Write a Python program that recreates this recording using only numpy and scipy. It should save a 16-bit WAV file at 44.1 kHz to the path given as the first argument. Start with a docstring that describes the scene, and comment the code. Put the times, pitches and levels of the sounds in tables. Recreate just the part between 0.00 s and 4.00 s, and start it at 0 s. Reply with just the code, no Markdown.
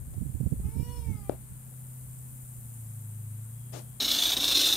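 """Wind buffets the right microphone port over a late-summer pasture, where insects buzz, tick and chirp
in the grass and a far engine drones, later sagging under load. A llama hums once through throat and
nose, a thin harmonic note rising and falling. Close on the left come a knock on the housing as the
hum ends, a few short rubs and a last brushing sound. A faint cricket joins near the end."""
import sys
import numpy as np
from scipy import signal
from scipy.fft import rfft, irfft
from scipy.io import wavfile
from scipy.ndimage import uniform_filter1d

SR = 44100
rng = np.random.default_rng(int(sys.argv[2]) if len(sys.argv) > 2 else 0)


def bounce(signal):
    """Save signal as a 16-bit WAV file at the path given by the first command-line argument."""
    frames = np.transpose(np.atleast_2d(signal))
    limited = np.clip(frames, -1, 1)
    pcm = np.round(limited * 32767).astype(np.int16)
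    wavfile.write(sys.argv[1], SR, pcm)


N = 176400
T = np.arange(N) / SR

# Far background. Each row: frequency in Hz, relative density in dB.
AIR_SPECTRUM = [(180, -48), (300, -8), (448, -4), (997, -6), (1290, -9), (1400, -7), (1450, -8.5),
                (5000, -18.5), (6500, -43), (11000, -120)]
# Its level. Each row: time in seconds, level in dB.
AIR_DB = [(0, -65.5), (1.0, -64), (1.7, -64.5), (2.6, -65), (4, -64.5)]

# Insect buzz. Each row: frequency in Hz, left and right relative density in dB.
BUZZ_SPECTRUM = [(5120, -28, -26.5), (6560, -14.5, -17), (7440, -8, -10.5), (7830, -6.5, -5.5),
                 (8410, -6, -4.5), (9360, 2, -7.5), (10270, -7, -4.5), (11300, -11.5, -4), (11400, -9, -2),
                 (13300, -3, -15), (15060, -16, -4.5), (15900, -20, -28)]
# Its level. Each row: time in seconds, left and right level in dB.
BUZZ_DB = [(0, -51.5, -56), (.7, -50, -54.5), (1.35, -51, -57), (1.9, -50, -53), (2.45, -48.5, -52.5),
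           (2.9, -49, -52.5), (3.3, -50, -54.5), (4, -50, -56)]
# Ticking insect. Each row: time in seconds, level at mid-stroke in dB.
TICK_DB = [(0, -61), (.45, -57), (1.1, -65), (1.6, -63), (1.8, -60), (3, -57), (4, -63)]
# Chirping insects. Each row: first chirp, period and half length in seconds,
# centre and half width in Hz, level in dB.
CHIRPERS = [(0.27, .317, 0.02, 8350, 130, -56.5), (.08, 0.17, 0.04, 8900, 300, -58.5)]

# Engine speed. Each row: time in seconds, firing rate in Hz.
FIRING_HZ = [(0, 122.5), (1.3, 124), (1.75, 127), (2.05, 126.5), (2.4, 126.5), (2.6, 119.5), (2.85, 110.5),
             (3.05, 106.5), (3.33, 106), (3.55, 114), (3.75, 122.5), (4, 123.5)]
# Firing tone. Each row: time in seconds, level in dB.
FIRING_DB = [(0, -48.5), (1.3, -48), (1.6, -47), (2.1, -44), (2.55, -45), (3.0, -40.5), (3.4, -39),
             (3.75, -43.5), (4, -49)]
# Muffler colour of the weak orders. 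Each row: frequency in Hz, level in dB.
MUFFLER_DB = [(50, -63), (63, -66.5), (82, -63.5), (100, -70), (133, -51), (158, -60), (186, -70),
              (214, -63.5), (224, -65), (250, -73.5), (290, -82.5)]
# Exhaust rumble. Each row: frequency in Hz, relative density in dB.
EXHAUST_SPECTRUM = [(45, -17), (70, -16), (120, 3), (220, -9.5), (320, -15)]

# Breeze at the ports. Each row: frequency in Hz, relative density in dB.
BREEZE_SPECTRUM = [(20, -6), (45, -3), (70, 4), (130, -8), (200, -18), (300, -26.5), (500, -32.5),
                   (900, -51)]
# Its level. Each row: time in seconds, left and right level in dB.
BREEZE_DB = [(0, -35, -48), (.2, -54, -44.5), (.35, -61, -38), (.62, -35.5, -38), (.85, -53, -36.5),
             (1.3, -51, -40), (1.7, -52.5, -63), (2.15, -50.5, -51.5), (2.7, -61, -54), (3.3, -77, -81),
             (3.65, -56, -62), (4, -55, -57)]
# Buffets on the right port. 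Each row: centre and half length in seconds, level in dB.
BUFFETS = [(0.078, 0.01, -35), (0.182, 0.016, -27), (0.221, 0.016, -24.5), (0.265, 0.015, -27.5),
           (0.297, 0.0062, -27), (0.353, 0.0076, -25.5), (0.409, 0.0062, -16.5), (0.433, 0.013, -26),
           (0.467, 0.0099, -19), (0.529, 0.013, -19.5), (.6, 0.005, -23), (.658, 0.016, -25.5),
           (0.69, 0.0066, -26.5), (0.767, 0.013, -24.5), (0.8, 0.019, -24), (.831, 0.0048, -21.5),
           (0.883, 0.039, -37), (0.981, 0.012, -33.5), (1.104, 0.028, -25), (1.154, 0.0071, -27.5),
           (1.22, 0.036, -40), (1.523, 0.0074, -37)]
# Their low eddies. Each row: frequency in Hz, relative density in dB.
EDDY_SPECTRUM = [(20, -31), (45, -8), (75, 1.5), (130, 0), (200, -8), (300, -20), (500, -67), (900, -68)]
# Edge added by hard buffets. Each row: frequency in Hz, relative density in dB.
EDGE_SPECTRUM = [(100, -3), (220, 6), (350, 0), (500, -8.5), (700, -22), (900, -34), (1400, -56)]

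# Rubs at the left port. Each row: start, attack, hold and T60 in seconds, body and grit level in dB.
RUBS = [(0.132, 0.004, 0.0072, 0.05, -49, -63), (1.296, 0.0048, 0.029, 0.15, -40.5, -69),
        (1.711, 0.0059, 0.012, .1, -55.5, -79), (3.722, 0.017, 0.048, 0.19, -44.5, -42)]
# Dull body of a rub. Each row: frequency in Hz, relative density in dB.
BODY_SPECTRUM = [(100, -28), (280, 3), (400, -2.5), (650, 1), (850, -8.5), (1100, -16), (2000, -24),
                 (4000, -32.5)]
# Its grit. Each row: frequency in Hz, relative density in dB.
GRIT_SPECTRUM = [(400, 16), (1200, 7.5), (2200, 2.5), (4500, 3.5), (7500, 5), (9000, -22), (14000, -29)]

# The llama's note. Each row: time in seconds, pitch in Hz.
HUM_HZ = [(.6, 408), (.655, 417), (.714, 444), (.774, 464), (.828, 478), (.894, 486), (.94, 486),
          (.982, 480), (1.052, 461), (1.112, 440), (1.2, 411), (1.3, 391)]
# Its effort. 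Each row: time in seconds, level before the hum's colour in dB.
EFFORT_DB = [(.6, -84), (.65, -58.5), (.72, -61), (.81, -55), (.88, -53.5), (.97, -54), (1.04, -55.5),
             (1.27, -62), (1.33, -59)]
# Colour of the hum at full effort, different at each ear. Each row: frequency in Hz, left and right gain in dB.
HUM_COLOUR_DB = [(398, -5, -7.5), (493, -2, -6.5), (840, -7, -2.5), (950, -3.5, -8.5), (1220, -5, -13),
                 (1310, -18, -7), (1390, -34, -26), (1590, -16.5, -28), (1920, -18, -19), (2240, -2.5, -14),
                 (2410, -9.5, -34), (2680, -16, -19), (2990, -14, -15), (3150, -16, -18), (3260, -14.5, -15),
                 (3930, -23, -22), (4350, -20.5, -24), (4640, -18, -20.5), (5320, -10, -20), (5570, -12, -35),
                 (6400, -14.5, -38), (7500, -40, -42)]
# Reflections of the hum. Each row: delay in seconds, left and right gain in dB.
HUM_ECHOES = [(0.011, -33, -4), (.031, -8, -15), (.055, -25, -23)]


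def from_db(db):
    """Decibels to gain."""
    return 10 ** (np.asarray(db) / 20)


def pan(left_db, right_db):
    """Stereo gain column."""
    return from_db([[left_db], [right_db]])


def in_time(rows):
    """Each column of a curve at every sample."""
    times_s, *columns = np.transpose(rows)
    return np.array([np.interp(T, times_s, column) for column in columns])


def at_hz(rows, hz, column=1):
    """Spectrum in dB, read in log frequency; falls 24 dB per octave past its ends."""
    table, octave = np.array(rows), np.log2(np.maximum(hz, 1))
    knots = np.log2(table[:, 0])
    outside = abs(octave - np.clip(octave, knots[0], knots[-1]))
    return np.interp(octave, knots, table[:, column]) - 24 * outside


def bell(x, centre, width):
    """Gaussian of height 1; width is the 1/e half width."""
    return np.exp(-((x - centre) / width) ** 2)


def coloured(gain_at):
    """Unit-rms noise shaped by a gain function of Hz."""
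    hz = np.arange(N // 2 + 1) * SR / N
    x = irfft(rfft(rng.standard_normal(N)) * gain_at(hz), N)
    return x / (x.std() + 1e-20)


def noise(rows, column=1):
    """Noise with a tabled spectrum."""
    return coloured(lambda hz: from_db(at_hz(rows, hz, column)))


def band(centre_hz, width_hz):
    """Narrow noise band."""
    return coloured(lambda hz: bell(hz, centre_hz, width_hz))


def drift(rate_hz):
    """Unit-rms random wander."""
    return coloured(lambda hz: (hz > 0) / (1 + (hz / rate_hz) ** 2))


def phase_rad(hz):
    """Running oscillator phase."""
    return 2 * np.pi * np.cumsum(hz) / SR


def evened(x):
    """Noise with its chance swells flattened."""
    return x / np.sqrt(uniform_filter1d(x * x, 700) + 0.031)


def pulse(centre_s, width_s, hz):
    """Cosine under a short bell."""
    return bell(T, centre_s, width_s) * np.cos(2 * np.pi * hz * (T - centre_s))


def air():
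    """Soft far wash of the open field."""
    return from_db(in_time(AIR_DB)) * pan(.7, -.7) * [noise(AIR_SPECTRUM), noise(AIR_SPECTRUM)]


def cricket(start_s=3.47, rise_s=0.16):
    """Faint narrow trill from far off."""
    envelope = from_db(-75) * np.clip((T - start_s) / rise_s, 0, 1)
    return envelope * [band(3260, 170) for _ in range(2)]


def buzzers(wing_hz=108.4):
    """Wing-pulsed buzz on each side; one shrill buzzer swells on the left."""
    wings = np.array([1 + 0.2 * np.sin(phase_rad(wing_hz * (1 + 0.033 * drift(2.5)))) for _ in range(2)])
    buzz = from_db(in_time(BUZZ_DB)) * wings * [noise(BUZZ_SPECTRUM, side) for side in (1, 2)]
    buzz[0] += from_db(-59) * bell(T, 2.1, 0.6) * wings[0] * band(13800, 750)
    return buzz


def ticker(ticks_per_s=31):
    """One insect's fast strokes gate a high band."""
    strokes = np.sin(phase_rad(ticks_per_s * (1 + .015 * drift(2))) / 2) ** 6
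    return from_db(in_time(TICK_DB)[0]) * strokes * band(7380, 200)


def chirpers(slip_s=0.02):
    """Two insects chirp, each slipping around its own beat."""
    out = 0
    for first_s, period_s, half_s, hz, width_hz, db in CHIRPERS:
        cycle_s = (T + slip_s * drift(2.8) - first_s + period_s / 2) % period_s
        out += from_db(db) * bell(cycle_s, period_s / 2, half_s) * band(hz, width_hz)
    return out


def engine():
    """Firing tone over exhaust rumble; uneven cylinders add quarter orders, coloured by the muffler."""
    hz = in_time(FIRING_HZ)[0]
    phase = phase_rad(hz * (1 + 0.0023 * drift(4.9)))
    tones = from_db(in_time(FIRING_DB)[0] + 0.96 * drift(11)) * np.sin(phase)
    for order in (.5, .75, 1.25, 1.5, 1.75, 2, 2.25):
        order_db = at_hz(MUFFLER_DB, order * hz) + 2 * drift(5)
        tones += from_db(order_db) * np.sin(order * phase + rng.uniform(0, 2 * np.pi))
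    return np.sqrt(2) * tones * pan(.6, -.6) + from_db(-59) * noise(EXHAUST_SPECTRUM)


def wind(hard_buffet_db=-18):
    """Low eddies at both ports, buffets on the right; harder buffets reach higher in frequency."""
    gust = np.sqrt(sum((from_db(db) * bell(T, at_s, half_s)) ** 2 for at_s, half_s, db in BUFFETS))
    eddies = gust * evened(noise(EDDY_SPECTRUM))
    edge = from_db(-27) * (gust / from_db(hard_buffet_db)) ** 2.15 * evened(noise(EDGE_SPECTRUM))
    breeze = from_db(in_time(BREEZE_DB) + 2 * drift(11)) * [noise(BREEZE_SPECTRUM) for _ in range(2)]
    return (eddies + edge) * pan(-27.5, 0) + breeze


def rubs(grit_fade_db_per_s=45):
    """Short rubs near the left port; the grit fades faster than the body."""
    out = 0
    for start_s, attack_s, hold_s, t60_s, body_db, grit_db in RUBS:
        age_s = np.maximum(T - start_s, 0)
        release_s = np.maximum(age_s - attack_s - hold_s, 0)
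        envelope = np.minimum(age_s / attack_s, 1) * from_db(-60 * release_s / t60_s)
        body = from_db(body_db) * noise(BODY_SPECTRUM)
        grit = from_db(grit_db - grit_fade_db_per_s * age_s) * noise(GRIT_SPECTRUM)
        out += envelope * (body + grit)
    return out * pan(0, -27.5)


def knock(thud_s=1.2968, lead_s=0.00107, ring_hz=256, ring_t60_s=0.016):
    """Knock on the housing: tick and clack, then a heavily damped thud and ring."""
    contact_s = thud_s - lead_s
    impulse = from_db(-17.5) * (np.arange(N) == int(contact_s * SR))
    tick_band = signal.butter(4, [1290, 5000], "band", fs=SR, output="sos")
    tick = signal.sosfilt(tick_band, impulse + 1e-18)
    clack = from_db(-29) * pulse(contact_s, width_s=.0007, hz=1300)
    thud = -from_db(-8.5) * pulse(thud_s, width_s=.00092, hz=445)
    age_s = np.maximum(T - thud_s, 0)
    ring = from_db(-21.5 - 60 * age_s / ring_t60_s) * np.sin(2 * np.pi * ring_hz * age_s)
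    return (tick + clack + thud + ring) * pan(0, -21)


def llama(full_effort_db=-51.5, jitter=.0038, flutter_hz=11):
    """Unsteady harmonics, coloured differently at each ear, plus weak reflections; effort brightens the note."""
    hz, effort_db = in_time(HUM_HZ)[0], in_time(EFFORT_DB)[0]
    phase = phase_rad(hz * (1 + jitter * drift(70)))
    voice = 0
    for k in range(1, 16):
        colour_db = np.array([at_hz(HUM_COLOUR_DB, k * hz, side) for side in (1, 2)])
        tilt_db = .45 * (effort_db - full_effort_db) * np.log2(max(k / 2, 1))
        flutter_db = 5.5 * min(k / 4, 1) * np.array([drift(flutter_hz), drift(flutter_hz)])
        offset_rad = max(k - 2, 0) * rng.normal(0, .2, (2, 1))
        voice += from_db(effort_db + colour_db + tilt_db + flutter_db) * np.sin(k * phase + offset_rad)
    direct = np.sqrt(2) * voice * (T > EFFORT_DB[0][0]) * (T < EFFORT_DB[-1][0])
    return direct + sum(pan(left_db, right_db) * np.roll(direct, int(delay_s * SR), axis=1)
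                        for delay_s, left_db, right_db in HUM_ECHOES)


def scene():
    """Stereo mix; ticker left, chirpers right."""
    mix = llama() + engine() + wind()
    insects = buzzers() + [ticker(), chirpers()] + cricket()
    return mix + insects + rubs() + knock() + air()


def record(dry, cutoff_hz=15750):
    """Steep low-pass."""
    return signal.sosfilt(signal.ellip(12, .1, 80, cutoff_hz, fs=SR, output="sos"), dry)


dry = scene()
out = record(dry)
bounce(out)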